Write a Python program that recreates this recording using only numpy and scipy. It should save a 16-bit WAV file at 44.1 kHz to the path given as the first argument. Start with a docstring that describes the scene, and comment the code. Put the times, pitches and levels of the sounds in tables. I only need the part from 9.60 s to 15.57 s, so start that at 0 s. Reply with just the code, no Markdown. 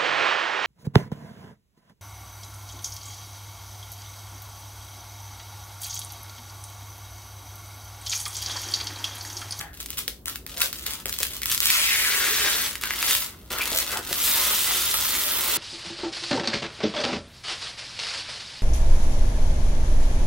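"""Small humming room, workbench: protective film is peeled off a thin metal plate in short tugs and three pulls,
the middle one a short rip. Crackle is random slips shaped by pull speed; creases add snaps, and a gliding
resonator is the freed film's ring. Slips and snap kicks drive the plate's modes. Before the last pull the
plate is turned, scraping and knocking on the bench. A moving source feeds two microphones; changing noise
echoes form the room's answer."""
import sys
import numpy as np
from scipy import signal
from scipy.fft import rfft, irfft, next_fast_len
from scipy.io import wavfile
from scipy.ndimage import uniform_filter1d, map_coordinates

SR = 44100
rng = np.random.default_rng(int(sys.argv[2]) if len(sys.argv) > 2 else 0)


def output_pcm(signal):
    """Save a mono or channel-first signal as 16-bit PCM at the path in sys.argv[1].

    Samples are clipped to [-1, 1] before scaling.
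    """
    pcm = np.clip(np.atleast_2d(signal).T, -1, 1) * 32767
    wavfile.write(sys.argv[1], SR, np.round(pcm).astype(np.int16))


N = 263321

# spectrum of a film slip or crack: (frequency [Hz], relative density [dB per Hz])
FILM_SPECTRUM = [(250, -36), (700, -23), (1000, -11), (1400, -7), (2100, -5), (3400, 1), (5000, -1.5),
                 (7500, -2), (11000, -1), (15000, 1), (17000, -0.5), (20000, -19)]
# three pulls, the middle one a short rip, a list each, before the gains in hand():
# (time [s], crackle [dB], plate shaking [dB], top sizzle re crackle [dB])
PULL_CURVES = [
    [(2.01, -32.5, -51, -2), (2.106, -26.5, -52, -2), (2.28, -29, -51.5, -2.5), (2.676, -30, -43.5, 0.5),
     (2.718, -30, -54, 0), (2.864, -27.5, -42, -5.5), (3.054, -32.5, -47, 0.5), (3.2, -53.5, -63, 1)],
    [(3.21, -39, -59, 7), (3.23, -38.5, -51, -7), (3.344, -38, -50, -2), (3.518, -27, -40.5, 2.5),
     (3.608, -39.5, -54, 7), (3.622, -34, -48, 3), (3.722, -56, -60.5, 0), (3.74, -64, -58, 5)],
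    [(4.42, -46, -56, -6), (4.466, -44, -55, 5), (4.526, -34.5, -44.5, -1), (4.562, -36.5, -44, 5),
     (4.648, -30.5, -41.5, 6.5), (5.144, -31.5, -44.5, 3), (5.862, -35, -45, 6.5), (5.97, -30.5, -41, 4.5)],
]


def amp(db):
    """Decibels to gain."""
    return 10 ** (np.asarray(db) / 20)


def unit(x):
    """Scale to rms 1."""
    return x / np.sqrt(np.mean(x ** 2) + 1e-20)


def along(points, hz):
    """Interpolate (Hz, value) points on a log frequency axis."""
    f, v = np.transpose(points)
    return np.interp(np.log(hz + 1), np.log(f + 1), v)


def curves(rows):
    """One value per sample for each column after the time."""
    s, *cols = np.transpose(rows)
    return [np.interp(np.arange(N) / SR, s, c) for c in cols]


def wobble(knots_per_s):
    """Smooth random curve through normally distributed knots."""
    knots = rng.standard_normal(int(N * knots_per_s / SR) + 4)
    return map_coordinates(knots, [np.arange(N) * knots_per_s / SR])


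def filtered(x, response):
    """Multiply the spectrum of x by a response of frequency."""
    m = next_fast_len(x.shape[-1] + SR // 2)
    spectrum = rfft(x, m) * response(np.fft.rfftfreq(m, 1 / SR))
    return irfft(spectrum, m)[..., :x.shape[-1]]


def coloured(x, spectrum, size=2048):
    """Minimum-phase filter of energy 1 with the given spectrum."""
    cepstrum = irfft(np.log(amp(along(spectrum, np.fft.rfftfreq(size, 1 / SR)))))
    # fold onto positive time: causal
    cepstrum[1:size // 2] *= 2
    cepstrum[size // 2 + 1:] = 0
    kernel = irfft(np.exp(rfft(cepstrum)))
    return signal.fftconvolve(x, kernel / np.linalg.norm(kernel))[:N]


def resonance(f, hz, width_hz):
    """Response of one damped mode, gain 1 at its centre."""
    return 1j * f * width_hz / (hz * hz - f * f + 1j * f * width_hz)


def slips(rate_per_s, spread_db):
    """Stick-slip releases: random impulses of uneven size and sign, rms 1."""
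    fired = rng.random(N) < rate_per_s / SR
    size = amp(spread_db * np.clip(rng.standard_normal(N), -2, 2))
    size = size * rng.choice([-1, 1], N)
    return unit(fired * size / np.sqrt(rate_per_s))


def burst(seed_t60_s, size=4096):
    """Dying noise puff with an even spectrum before its last fade, starting near peak 1."""
    fall = amp(-60 * np.arange(size) / SR / seed_t60_s)
    phase = np.angle(rfft(rng.standard_normal(size) * fall))
    puff = irfft(np.exp(1j * phase)) * np.sqrt(fall)
    return 0.5 * puff * np.linalg.norm(fall) / np.linalg.norm(puff)


def add(track, s, sound):
    """Mix a sound into a track at time s, in place."""
    part = track[max(round(s * SR), 0):][:len(sound)]
    part += sound[:len(part)]


def diffuse(pair):
    """Give two unrelated signals the left-right likeness of a diffuse field, strongest in the bass."""
    # (frequency [Hz], left-right correlation)
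    likeness = [(60, 0.99), (300, 0.92), (1000, 0.33), (2200, 0.17), (4000, 0), (15000, 0.36)]

    def mid_side(hz):
        angle = np.arccos(np.clip(along(likeness, hz), -1, 1)) / 2
        return np.array([np.cos(angle), np.sin(angle)])

    mid, side = filtered(pair, mid_side)
    return np.array([mid + side, mid - side])


def floor(air_db=-47.0, hum_db=-55, mains_hz=60):
    """Ventilation rumble as coloured diffuse noise, plus a mains hum as a sine."""
    # rumble: (frequency [Hz], relative density [dB per Hz])
    air_spectrum = [(20, -26), (35, -11), (55, 2.5), (85, -3), (130, -9.5), (250, -10), (400, -14),
                    (550, -21), (1000, -28.5), (4000, -54), (15000, -32)]
    noises = [coloured(rng.standard_normal(N), air_spectrum) for _ in range(2)]
    air = diffuse(np.array(noises))
    hum = np.sin(2 * np.pi * mains_hz * np.arange(N) / SR)
    return amp(air_db) * unit(air) + amp(hum_db) * hum


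def room(early_db=-8, late_db=-6, early_t60_s=0.1, gap_s=0.004):
    """Echo of one spot: bench and walls scatter sparse early noise, and a diffuse tail decays by frequency."""
    # reverberation: (frequency [Hz], T60 [s])
    tail_decay = [(200, 0.37), (1500, 0.27), (6000, 0.28), (15000, 0.22)]
    hz = np.fft.rfftfreq(256, 1 / SR)
    frame_s = np.arange(128) * 128 / SR
    noise = rng.standard_normal((2, len(hz), len(frame_s), 2)) @ [1, 1j]
    fall = amp(-60 * frame_s / along(tail_decay, hz)[:, None])
    tail = signal.istft(noise * fall, SR)[1]
    t = np.arange(tail.shape[1]) / SR
    # the product of two noises is spiky, like separate reflections
    walls = rng.standard_normal(tail.shape) * rng.standard_normal(tail.shape)
    walls *= amp(-60 * t / early_t60_s)
    early = amp(early_db) * walls / np.linalg.norm(walls[0])
    late = amp(late_db) * tail / np.linalg.norm(tail[0])
    return np.pad(early + late, ((0, 0), (int(gap_s * SR), 0)))


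def radiate(near, roomward, direct_db=-1.5, wander_ms=0.041, size=8192):
    """The tear moves: direct sound shifts between two microphones, and each block gets its own echo."""
    # where the film lets go: (time [s], mean lead of the left side [ms], left-right level [dB])
    place = [(0, 0.079, 1.3), (2.3, 0.1, 1.1), (3.3, 0.039, 0.8), (4.2, 0.046, 0.8), (4.8, -0.027, 0.2),
             (5.97, -0.019, -0.5)]
    lead_ms, pan_db = curves(place)
    sides, clock = np.array([[1], [-1]]) / 2, np.arange(N)
    lead_samples = (lead_ms + wander_ms * wobble(40)) * SR / 1000
    direct = np.array([map_coordinates(near, [clock + side * lead_samples], order=5) for side in sides])
    echo, hop = np.zeros((2, N)), size // 2
    padded = np.pad(roomward, (hop, size))
    # unrelated echoes add in power, hence the sine fades
    fade = np.sin(np.pi * np.arange(size) / size)
    for start in range(0, N + hop, hop):
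        block = padded[start:start + size] * fade
        answer = signal.fftconvolve([block], room(), axes=1)
        for channel, sound in zip(echo, answer[:, max(hop - start, 0):]):
            add(channel, (start - hop) / SR, sound)
    return (amp(direct_db) * direct + diffuse(echo)) * amp(sides * pan_db)


def knocks(level_db=-2, seed_t60_s=0.044):
    """The plate's edge drops on the bench: noise bursts with the spectrum of a thud."""
    # taps: (time [s], level before level_db [dB])
    taps = [(0.479, -28), (1.456, -24.5), (1.605, -24.5), (3.91, -27), (3.934, -20.5), (3.995, -24),
            (4.118, -21), (4.389, -20), (4.49, -28), (4.511, -20)]
    # plate on bench: (frequency [Hz], relative density [dB per Hz])
    thud_spectrum = [(80, -4.5), (220, -6), (400, 1.5), (620, -1), (900, -8), (2500, -51), (10000, -73)]
    blows = np.zeros(N)
    for s, db in taps:
        add(blows, s, amp(db + level_db) * burst(seed_t60_s))
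    return coloured(blows, thud_spectrum)


def skids(relative_width=0.33):
    """Short rasps of film, fingers and plate, and at 2.68 s the lifted plate's low drumming:
    grains swell and fade around one pitch."""
    # rasps and the drumming: (centre time [s], swell length [s], pitch [Hz], level before the swell [dB])
    swells = [(0.03, 0.13, 1630, -45.5), (0.042, 0.043, 770, -45), (1.018, 0.099, 590, -44.5),
              (1.019, 0.02, 1340, -31), (1.02, 0.023, 11900, -37), (1.831, 0.014, 2150, -34),
              (1.94, 0.12, 1370, -46), (1.917, 0.025, 12000, -29), (2.146, 0.023, 1310, -32.5),
              (2.68, 0.35, 403, -45), (3.254, 0.041, 1520, -38), (3.533, 0.038, 3400, -31),
              (3.998, 0.069, 1340, -35.5), (4.019, 0.028, 2420, -26), (4.17, 0.074, 596, -41),
              (4.356, 0.065, 1450, -33), (4.373, 0.026, 840, -33), (5.345, 0.008, 1260, -24.5)]
    t, out = np.arange(N) / SR, np.zeros(N)
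    grains = slips(1500, spread_db=3)
    for s, length_s, hz, db in swells:
        near = np.abs(t - s) < 2 * length_s
        pitched = filtered(grains[near], lambda f: resonance(f, hz, relative_width * hz) ** 2)
        swell = np.exp(-2 * ((t[near] - s) / length_s) ** 2)
        out[near] += unit(pitched) * amp(db) * swell
    return out


def plate(shake, kicks, rub_db=-2, ring_db=-3, shift_db=3, shift_per_s=7, uneven_db=1.5, uneven_per_s=14):
    """Friction grains and kicks sound the plate; the moving hand and tear favour now one mode, now another."""
    # broad response: (frequency [Hz], relative density [dB per Hz])
    body_spectrum = [(120, -16.5), (250, -4), (420, -1.5), (750, -4), (1050, 2), (1500, 3.5), (2500, -7.5),
                     (5000, -12), (12000, -54)]
    # (frequency [Hz], width [Hz], relative level [dB])
    plate_modes = [(414, 19, -24), (605, 16, 5.5), (939, 19, 5), (1298, 81, 6), (1650, 35, -11),
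                   (1673, 45, 5), (1904, 190, 9), (2015, 32, 7.5), (2350, 32, -11), (2580, 110, 8)]
    rub = slips(900, spread_db=3) * shake * amp(rub_db + uneven_db * wobble(uneven_per_s))
    force = rub + kicks

    def mode_responses(f):
        return np.array([amp(db) * resonance(f, hz, width_hz) for hz, width_hz, db in plate_modes])

    modes = filtered(force, mode_responses)
    ring = sum(mode * amp(shift_db * np.tanh(wobble(shift_per_s))) for mode in modes)
    return coloured(force, body_spectrum) + unit(ring) * force.std() * amp(ring_db)


def taut_film(pulls, pole_hz=500, level_db=-3, flutter_hz=80, flutter_per_s=25, swell_s=0.3, glide_s=0.41):
    """Slips pluck the freed film, a wavering resonator whose note glides, mostly down, as it lengthens."""
    # a row per pull: (first note [Hz], last note [Hz], level re crackle before level_db [dB], fade [dB/s])
    film_notes = [(2430, 1600, 2, 11.5), (2020, 2100, -8.5, 17), (3700, 3330, -11.5, 0)]
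    out, pole = np.zeros(N), np.exp(-2 * np.pi * pole_hz / SR)
    for rows, pull, (first_hz, last_hz, db, fade_db_per_s) in zip(PULL_CURVES, pulls, film_notes):
        t = np.maximum(np.arange(N) / SR - rows[0][0], 0)  # time since the pull began
        hz = last_hz + (first_hz - last_hz) / (1 + (t / glide_s) ** 3)
        cycles = np.cumsum(hz + flutter_hz * wobble(flutter_per_s)) / SR
        carrier = np.exp(2j * np.pi * cycles)
        # shift the note to 0 Hz, resonate there, shift back
        plucks = slips(800, spread_db=0) / carrier
        ring = signal.lfilter([1], np.poly([pole, pole]), plucks) * carrier
        pressure = np.gradient(ring.real) / hz  # a light film radiates little bass
        tension = np.minimum(t / swell_s, 1)  # film drawn taut
        out += unit(pressure) * pull * tension * amp(db + level_db - fade_db_per_s * t)
    return out


def snaps(level_db=2, crack_t60_s=0.013, pop_t60_s=0.007, pop_hz=1800, pop_width_hz=1600, kick_db=-12):
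    """Creases and glue spots break: a sharp crack, a resonant pop of the film around it, a kick to the plate."""
    # (time [s], crack before level_db [dB], kick driving the pop, added to that crack level [dB])
    breaks = [(0.0112, -20.5, 7.5), (0.2593, -17, -16), (0.3034, -14, -20), (0.389, -15, -3),
              (0.479, -8.5, -5.5), (0.657, -14.5, -12), (0.681, -12, -12), (0.757, -15, -5.5),
              (0.8642, -19, -2), (0.9714, -18, -4), (1.004, -11, -5), (1.017, -5, -7), (1.1281, -13.5, -6),
              (1.1943, -25, -12), (1.2652, -16, -21), (1.4563, -11, -2), (1.494, -13, -2),
              (1.526, -12, -27), (1.587, -10.5, -19), (1.6304, -5.5, -18), (1.651, -16, -6),
              (1.8176, -14.5, -5), (1.832, -10.5, -8), (1.8566, -7.5, -28), (1.9464, -8.5, -20),
              (1.977, -8, -18), (2.003, -3.5, -29), (2.0295, -10, -8), (2.056, -2, -23),
              (2.0686, -7.5, -13), (2.102, -2, -8), (3.1541, -17.5, 2.5), (3.2359, -13, 7),
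              (3.2555, -14.5, -11), (3.3065, -14, 6), (3.336, -19, 6), (3.427, -12.5, 8.5), (3.509, -6, -5),
              (3.55, -8.5, -4), (4.116, -12.5, -18), (4.1602, -9, -9), (4.1752, -6.5, -20),
              (4.1859, -5, -22), (4.2012, -10, -14), (4.2193, -16, -4), (4.5288, -8, -9), (5.341, -7, -4),
              (5.4533, -13.5, 3), (5.5503, -16, 6)]
    cracks, kicks = np.zeros(N), np.zeros(N)
    for s, db, pop_db in breaks:
        add(cracks, s + 0.0007, amp(db + level_db) * burst(crack_t60_s))
        add(kicks, s + 0.000697, amp(db + pop_db) * burst(pop_t60_s))
    pops = 3.35 * filtered(kicks, lambda f: resonance(f, pop_hz, pop_width_hz) ** 2)
    return coloured(cracks, FILM_SPECTRUM) + pops, amp(kick_db) * kicks


def stroke(start_s, hold_s, attack_s=0.0031, release_db_per_s=439):
    """Gain of one hand movement: it takes hold at once, keeps on, and lets go."""
    t = np.arange(N) / SR - start_s
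    release = amp(-release_db_per_s * np.maximum(t - hold_s, 0))
    return np.clip(t / attack_s, 0, 1) * release


def hand(tear_db=8.5, shake_db=8.0, top_db=-4.0, tug_sizzle_db=-3.5):
    """Tugs and pulls add in power; returns gains of each pull, whole tear, sizzling top and plate shaking."""
    # short tugs at the film: (start [s], hold [s], crackle [dB], plate shaking [dB])
    tugs = [(0.0, 0.0067, -35, -41), (0.13, 0.067, -45, -60), (0.196, 0.016, -33, -53),
            (0.286, 0.05, -38.5, -51), (0.369, 0.018, -25.5, -46), (0.475, 0.017, -34.5, -62),
            (0.666, 0.033, -33, -43), (0.72, 0.037, -42, -56), (0.861, .09, -39.5, -54),
            (0.963, .04, -32.5, -50), (1.005, 0.034, -19, -43), (1.125, 0.2, -38, -53.5),
            (1.253, 0.034, -28, -40.5), (1.304, 0.038, -32, -46), (1.382, 0.014, -37.5, -48),
            (1.455, 0.038, -33, -46), (1.521, 0.028, -31.5, -59), (1.582, 0.077, -27.5, -49.5),
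            (1.701, 0.07, -33.5, -50.5), (1.858, 0.09, -27.5, -57), (1.897, 0.026, -21, -52),
            (2.006, 0.022, -30, -50), (3.76, 0.19, -53.5, -60.5), (3.902, 0.033, -28.5, -34.5),
            (3.958, 0.15, -29, -37.5), (4.116, 0.11, -26, -37), (4.262, .11, -29, -38.5),
            (4.317, 0.023, -31, -31.5)]
    pulls, tear, top, shake = [], 0, 0, 0
    for start_s, hold_s, db, plate_db in tugs:
        grip = stroke(start_s, hold_s)
        tear += (grip * amp(db)) ** 2
        top += (grip * amp(db + tug_sizzle_db)) ** 2
        shake += (grip * amp(plate_db)) ** 2
    for rows in PULL_CURVES:
        db, plate_db, sizzle_db = curves(rows)
        grip = stroke(rows[0][0], rows[-1][0] - rows[0][0])
        pull = grip * amp(db + tear_db)
        pulls.append(pull)
        tear += pull ** 2
        top += (pull * amp(sizzle_db + top_db)) ** 2
        shake += (grip * amp(plate_db + shake_db)) ** 2
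    return pulls, np.sqrt(tear), np.sqrt(top), np.sqrt(shake)


def crackle(pulls, tear, sizzle, halting_db=6.0, jerks_per_s=170, fizz=0.29, sizzle_hz=8500, tick_db=-9):
    """Glue lets go in slips over a fine fizz; a slow peel halts and ticks, a fast one sizzles evenly."""
    slow_per_s, added_per_s = 450, 4500  # slips while the glue sticks; extra at full speed
    full_speed_db, tug_speed = -20, 0.2  # pull gain at full speed; speed share of the whole tear
    speed = np.minimum((sum(pulls) + tug_speed * tear) / amp(full_speed_db), 1)
    rate_per_s = slow_per_s + added_per_s * speed ** 2
    slowness = slow_per_s / rate_per_s
    grains = slips(rate_per_s, spread_db=5.0) + fizz * rng.standard_normal(N)
    grains *= amp(halting_db * slowness ** 1.2 * np.clip(wobble(jerks_per_s), -2, 2))
    # even out the local power: jerks only bunch the work of the pull
    grains /= np.sqrt(np.abs(uniform_filter1d(grains ** 2, size=1400)) + 1e-9)
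    ticks = amp(tick_db) * slowness ** 1.9 * slips(64, spread_db=-1.5)
    sound = coloured(grains + ticks, FILM_SPECTRUM)
    top = filtered(sound, lambda f: f ** 4 / (f ** 4 + sizzle_hz ** 4))
    return tear * (sound - top) + sizzle * top


def scene(snap_room_db=-4.5):
    """Film and plate sound together; the snaps face the microphones and send less into the room."""
    pulls, tear, sizzle, shake = hand()
    snap_sound, kicks = snaps()
    rest = knocks() + skids() + plate(shake, kicks) + taut_film(pulls) + crackle(pulls, tear, sizzle)
    return floor() + radiate(rest + snap_sound, rest + amp(snap_room_db) * snap_sound)


def record(dry, top_hz=15950):
    """Steep low-pass at the band limit."""
    return filtered(dry, lambda hz: 1 / (1 + (hz / top_hz) ** 400))


dry = scene()
out = record(dry)
output_pcm(out)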